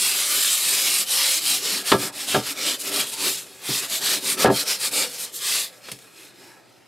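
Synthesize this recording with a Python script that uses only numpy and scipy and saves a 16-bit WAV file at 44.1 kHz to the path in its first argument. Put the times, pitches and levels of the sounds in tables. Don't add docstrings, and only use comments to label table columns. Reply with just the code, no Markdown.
import sys
import numpy as np
from scipy import signal
from scipy.fft import rfft, irfft, next_fast_len
from scipy.io import wavfile
from scipy.ndimage import uniform_filter1d, minimum_filter1d, map_coordinates

SR = 44100
rng = np.random.default_rng(int(sys.argv[2]) if len(sys.argv) > 2 else 0)


def output_pcm(signal):
    pcm = np.clip(np.atleast_2d(signal).T, -1, 1) * 32767
    wavfile.write(sys.argv[1], SR, np.round(pcm).astype(np.int16))


N = 302967
TIME = np.arange(N) / SR

# start/s, length/s, speeding up/s, slowing down/s,
# relative levels of rasp/dB, bite/dB and drone/dB, scrape centre/Hz, pan resonance/Hz
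STROKES = [(-0.077, 0.41, 0.066, 0.14, -23.5, -26.5, -37, 3700, 386),
           (0.182, 0.52, 0.15, 0.15, -22.5, -26.5, -40, 3600, 593),
           (0.575, 0.49, 0.091, 0.057, -23, -25.5, -36.5, 3650, 378),
           (1.036, 0.38, 0.095, 0.041, -23, -25.5, -36.5, 3840, 528),
           (1.351, 0.28, 0.16, 0.1, -22.5, -26, -36.0, 4050, 315),
           (1.57, 0.3, 0.1, 0.129, -27.5, -27, -33.0, 3530, 400),
           (1.827, 0.18, 0.059, 0.12, -26.5, -27, -33, 3600, 720),
           (1.945, 0.18, 0.088, 0.089, -29, -30.5, -27, 3540, 364),
           (2.095, 0.2, 0.13, 0.072, -31.5, -33.5, -36.5, 3600, 807),
           (2.253, 0.23, 0.046, 0.23, -25.5, -26, -29, 3630, 762),
           (2.413, 0.14, 0.058, 0.044, -30.5, -31, -34.5, 4000, 395),
           (2.504, 0.3, 0.22, 0.13, -26.0, -25, -30.5, 3550, 294),
           (2.771, 0.065, 0.052, 0.024, -28.5, -35.5, -43, 4800, 570),
           (2.796, 0.12, 0.085, 0.025, -30.0, -31.5, -35, 4100, 294),
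           (2.871, 0.21, 0.1, 0.081, -26.0, -26.5, -29.5, 3630, 403),
           (3.041, 0.1, 0.038, 0.065, -32.5, -37.5, -41, 3900, 398),
           (3.104, 0.086, 0.03, 0.068, -31.5, -33.5, -38.0, 4050, 395),
           (3.131, 0.21, 0.15, 0.067, -23.5, -24.5, -29, 4100, 396),
           (3.262, 0.22, 0.029, 0.23, -25.5, -32.0, -41, 3700, 397),
           (3.312, 0.39, 0.098, 0.093, -48.5, -51.5, -45.5, 3530, 382),
           (3.59, 0.25, 0.17, 0.069, -25.5, -26.5, -35.0, 3350, 402),
           (3.795, 0.1, 0.052, 0.075, -28.5, -29.5, -32, 2650, 390),
           (3.853, 0.18, 0.098, 0.092, -25.5, -28, -34, 3300, 668),
           (3.988, 0.23, 0.075, 0.088, -24.0, -24, -30, 3780, 394),
           (4.172, 0.21, 0.17, 0.09, -22, -26, -30.5, 4400, 385),
           (4.356, 0.15, 0.092, 0.13, -19.5, -19.5, -20.5, 4270, 380),
           (4.469, 0.189, 0.21, 0.074, -21, -23, -28.5, 3800, 390),
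           (4.631, 0.17, 0.1, 0.12, -23, -22.5, -31, 4950, 473),
           (4.763, 0.15, 0.11, 0.059, -23.5, -25, -34.5, 4900, 502),
           (4.891, 0.22, 0.079, 0.12, -24.0, -25, -29, 4640, 490),
           (5.037, 0.36, 0.087, 0.25, -37, -39, -40.5, 5000, 492),
           (5.167, 0.11, 0.046, 0.039, -30, -39.5, -43.0, 5000, 487),
           (5.312, 0.11, 0.058, 0.057, -30.5, -45, -48.5, 3600, 325),
           (5.353, 0.37, 0.17, 0.19, -24.0, -25, -38.5, 3800, 400),
           (5.604, 0.23, 0.14, 0.061, -53.5, -55, -48, 4500, 500),
           (5.782, 0.2, 0.097, 0.055, -48, -45, -47, 2300, 540),
           (5.9, 0.35, 0.064, 0.31, -52, -53.5, -50, 3050, 435),
           (6.074, 0.3, 0.15, 0.17, -49, -49.5, -48.5, 2950, 340),
           (6.228, 0.43, 0.26, 0.25, -53, -51.5, -46, 2750, 350),
           (6.437, 0.6, 0.024, 0.086, -64.5, -61.5, -53, 2700, 345)]
# f/Hz, relative level/dB, t60/s
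PAN_MODES = [(97, -54, 0.96), (125.8, -11.5, 0.23), (186, -15.5, 0.26), (208.5, -6, .15),
             (258, -6.5, 0.097), (291.3, -5, 0.16), (388, 3, 0.11), (472, -6, 0.031), (523.3, -4.5, 0.14),
             (603.5, -1.5, 0.092), (667, -5, 0.14), (749.6, 0, 0.12), (899, -4.5, 0.18), (1193, 1, 0.032),
             (1199, -12.5, 0.23), (1324, -2.5, 0.13), (1665, 0, 0.11), (1840, -4.5, 0.074),
             (2510, -4, 0.08)]


def amp(db):
    return 10 ** (np.asarray(db) / 20)


def unit(x):
    return x / np.sqrt(np.mean(x ** 2) + 1e-20)


def at_hz(points, hz):
    f, value = np.transpose(points)
    return np.interp(np.log(hz + 1), np.log(f + 1), value)


def colour(x, curve):
    size = next_fast_len(len(x) + 2048)
    gain = amp(at_hz(curve, np.fft.rfftfreq(size, 1 / SR)))
    return irfft(rfft(x, size) * gain, size)[:len(x)]


def resonate(x, hz, width_hz):
    carrier = np.exp(2j * np.pi * np.cumsum(hz) / SR)
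    r = np.exp(-np.pi * width_hz / SR)
    return (carrier * signal.lfilter([(1 - r) ** 2], [1, -2 * r, r * r], x / carrier)).real


def wander(rate_hz):
    knots = rng.standard_normal(8192)
    return unit(map_coordinates(knots, [TIME * rate_hz * 2], order=1, mode="wrap"))


def add(mix, start, sound):
    part = mix[round(start * SR):][:len(sound)]
    part += sound[:len(part)]


def ring(modes):
    t = TIME[:SR // 2]
    return sum(rng.choice([-1, 1]) * amp(db - 60 * t / t60) * np.sin(2 * np.pi * hz * t)
               for hz, db, t60 in modes)


def room_tone():
    # f/Hz, relative level/dB
    air_eq = [(25, -25), (60, -13), (120, 14.5), (220, 9.5), (500, 11), (800, 10.5), (1500, -13.5),
              (3000, -10), (6000, -14), (12000, -29), (16000, -44)]
    air = np.array([unit(colour(noise, air_eq)) for noise in rng.standard_normal((2, N))])
    hum = np.sin(2 * np.pi * 120 * TIME)
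    return amp(-58) * air + amp(-68.5) * hum


def reflections(mid, t60=0.12):
    # f/Hz, side level against mid/dB
    width_eq = [(30, -28), (100, -28), (400, -30), (1300, -54.5), (2800, -93), (5200, -14), (9000, -22.5),
                (13000, -14)]
    t = TIME[:SR // 4]
    tail = rng.standard_normal(len(t)) * amp(-60 * t / t60)
    return colour(signal.oaconvolve(mid, tail / np.linalg.norm(tail))[:N], width_eq)


def rim_taps():
    # t/s, tick level/dB, snap level/dB, t60/s
    taps = [(3.466, -45, -43, 0.043), (5.8858, -32.5, -43, 0.069), (5.9165, -37, -27.5, .06),
            (5.989, -54, -43, .03)]
    # f/Hz, relative level/dB
    tick_eq = [(100, -15), (450, 13), (1000, 5), (2500, 7), (5000, 0), (7000, -14), (16000, -30)]
    # f/Hz, relative level/dB
    snap_eq = [(800, -24), (2500, 2), (6000, -1), (9000, 4), (12500, -2), (16000, -14)]
    crack_db, crack_s = 3.5, 0.00054
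    out, t = np.zeros(N), TIME[:SR // 5]
    for start, tick_db, snap_db, t60 in taps:
        tick = amp(tick_db) * unit(colour(rng.standard_normal(len(t)), tick_eq))
        snap = amp(snap_db) * unit(colour(rng.standard_normal(len(t)), snap_eq))
        envelope = amp(crack_db * np.exp(-t / crack_s) - 60 * t / t60)
        add(out, start, (tick + snap) * envelope)
    return out


def basin_clatter():
    # f/Hz, relative level/dB
    attack_eq = [(40, -37.5), (100, -5.5), (300, -6), (600, -4), (1300, -3.5), (2200, -11), (4500, -3),
                 (6500, -22.5), (16000, -60)]
    # f/Hz, t60/s
    decay = [(100, 0.15), (400, 0.15), (1000, 0.061), (2500, 0.099), (8000, 0.042)]
    hz, t, spectrum = signal.stft(rng.standard_normal(SR // 2), SR, nperseg=256)
    envelope = amp(at_hz(attack_eq, hz)[:, None] - 60 * t / at_hz(decay, hz)[:, None])
    return signal.istft(spectrum * envelope, SR, nperseg=256)[1][:SR // 2]


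def pan_knocks():
    # t/s, strength/dB, contact cutoff/Hz
    blows = [(1.9181, -29.5, 5100), (1.9238, -26, 1210), (1.935, -33.5, 1000), (1.945, -36.5, 1200),
             (2.3456, -34, 2770), (2.3522, -32.5, 990), (2.365, -31, 570), (3.687, -39.5, 260),
             (3.693, -36.5, 210), (3.725, -46, 100), (4.4467, -21, 1320), (4.459, -24.5, 1600),
             (4.4651, -42, 750), (4.4846, -27.5, 754), (4.5009, -28, 775), (5.919, -41.5, 130)]
    out = np.zeros(N)
    for start, db, cutoff_hz in blows:
        hit = unit(ring(PAN_MODES)) + amp(1.5) * unit(basin_clatter())
        contact = signal.butter(2, cutoff_hz, fs=SR)
        add(out, start, signal.lfilter(*contact, amp(db) * hit))
    low_cut = signal.butter(4, 85, "high", fs=SR, output="sos")
    return signal.sosfilt(low_cut, out)


def stroke_gains():
    rasp, bite, drone = np.zeros((3, N))
    for start, length, rise, fall, rasp_db, bite_db, drone_db, *_ in STROKES:
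        t = TIME[(TIME >= start) & (TIME < start + length)] - start
        ease_in = np.sin(np.pi / 2 * np.minimum(t / rise, 1))
        ease_out = np.sin(np.pi / 2 * np.minimum((length - t) / fall, 1))
        speed = ease_in * ease_out
        lean = np.sin(np.pi * t / length) ** 2
        onset = max(start, 0)
        add(rasp, onset, (amp(rasp_db) * speed ** 1.92) ** 2)
        add(bite, onset, (amp(bite_db + 2.5 * lean) * speed ** 1.68) ** 2)
        add(drone, onset, (amp(drone_db + 2 * lean) * speed ** 0.89) ** 2)
    return np.sqrt([rasp, bite, drone])


def stroke_pitches():
    pitches = np.zeros((2, N))
    for start, *_, scrape_hz, hollow_hz in STROKES:
        pitches[:, TIME >= start] = [[scrape_hz], [hollow_hz]]
    return pitches


def snags(per_s, spread_db):
    size = amp(spread_db * np.minimum(rng.exponential(1, N), 5))
    polarity = rng.choice([-1, 1], N)
    return unit(size * polarity * (rng.random(N) < per_s / SR))


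def wall_ripple(x, ripple_db, patch_db):
    spectrum = signal.stft(x, SR, nperseg=512)[2]
    ripples, patches = rng.standard_normal((2,) + spectrum.shape)
    ripples = unit(uniform_filter1d(uniform_filter1d(ripples, size=2, axis=0), size=24, axis=1))
    patches = unit(uniform_filter1d(uniform_filter1d(patches, size=14, axis=0), size=12, axis=1))
    gain = amp(ripple_db * ripples + patch_db * patches)
    return unit(signal.istft(spectrum * gain, SR, nperseg=512)[1][:N])


def pan_drone(hollow_hz, judder):
    # f/Hz, relative level/dB
    drone_eq = [(20, -62), (45, -45.5), (90, -10.5), (130, -7), (170, -5.5), (290, 0.5), (330, -3),
                (385, -3), (445, -1), (510, 1), (750, -5.5), (1200, -2), (2500, -3.5), (6000, -48)]
    slips = snags(per_s=700, spread_db=0.5)
    friction = snags(per_s=3200, spread_db=1.5)
    ringing = amp(-10) * unit(signal.oaconvolve(slips, ring(PAN_MODES))[:N])
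    rub = colour(snags(per_s=3000, spread_db=0.5), drone_eq)
    hollow = amp(-7) * unit(resonate(rub, hollow_hz, width_hz=73))
    body = wall_ripple(colour(friction + ringing, drone_eq), ripple_db=3.0, patch_db=1.5)
    return (body + hollow) * amp(-7.0 + 0.64 * wander(rate_hz=9) + 0.37 * judder)


def iron_bite(scrape_hz, judder):
    # f/Hz, relative level/dB
    bite_eq = [(300, -43), (700, -16), (1100, -12.5), (1700, -8), (2400, -3), (3200, -3), (4000, -2.5),
               (4600, -3), (5200, -1.5), (6500, -10), (12000, -30)]
    # f/Hz, relative level/dB, t60/s
    iron_modes = [(1190, -4, .06), (1390, -8, .05), (2390, -3, .06), (3160, -7, .03), (3680, -5, .03),
                  (4060, 0, .04)]
    coarse = unit(colour(snags(per_s=7000, spread_db=-0.5), bite_eq))
    plucks = snags(per_s=2500, spread_db=2.5)
    singing = amp(-14) * unit(signal.oaconvolve(plucks, ring(iron_modes))[:N])
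    grit = colour(snags(per_s=7000, spread_db=0.5), bite_eq)
    scrape = amp(-5) * unit(resonate(grit, scrape_hz, width_hz=2430))
    bite = wall_ripple(coarse + singing + scrape, ripple_db=3.0, patch_db=0.77)
    return bite * amp(-1.0 + 0.45 * judder + 0.44 * wander(rate_hz=86))


def pad_rasp(judder):
    # f/Hz, relative level/dB
    rasp_eq = [(1500, -45), (4000, 0), (5300, -5.5), (6300, -1.5), (7500, 3), (9000, 2.5), (10500, 0.5),
               (12500, -1), (14300, -9), (16000, -15.5)]
    hiss = colour(snags(per_s=12000, spread_db=-5.5), rasp_eq)
    rasp = wall_ripple(hiss, ripple_db=0.9, patch_db=1.4)
    return rasp * amp(0.33 + 0.74 * judder + 0.16 * wander(rate_hz=94))


def scrubbing():
    rasp_gain, bite_gain, drone_gain = stroke_gains()
    scrape_hz, hollow_hz = stroke_pitches()
    judder = wander(rate_hz=45)
    return (rasp_gain * pad_rasp(judder)
            + bite_gain * iron_bite(scrape_hz, judder)
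            + drone_gain * pan_drone(hollow_hz, judder))


def scene():
    mid = scrubbing() + pan_knocks() + rim_taps()
    side = reflections(mid)
    balance = amp([[0.1], [-0.1]])
    return np.array([mid + side, mid - side]) * balance + room_tone()


def record(dry):
    threshold_db, release_db_per_s, cutoff_hz = -0.1, 130, 15800
    over_db = np.maximum(20 * np.log10(abs(dry).max(0) + 1e-9) - threshold_db, 0)
    release = release_db_per_s * TIME
    held_db = np.maximum.accumulate(over_db + release) - release
    duck_db = uniform_filter1d(-minimum_filter1d(-held_db, size=61), size=61)
    low_pass = signal.firwin(511, cutoff_hz, window=("kaiser", 9), fs=SR)
    return signal.oaconvolve(dry * amp(-duck_db), low_pass[None], "same")


dry = scene()
out = record(dry)
output_pcm(out)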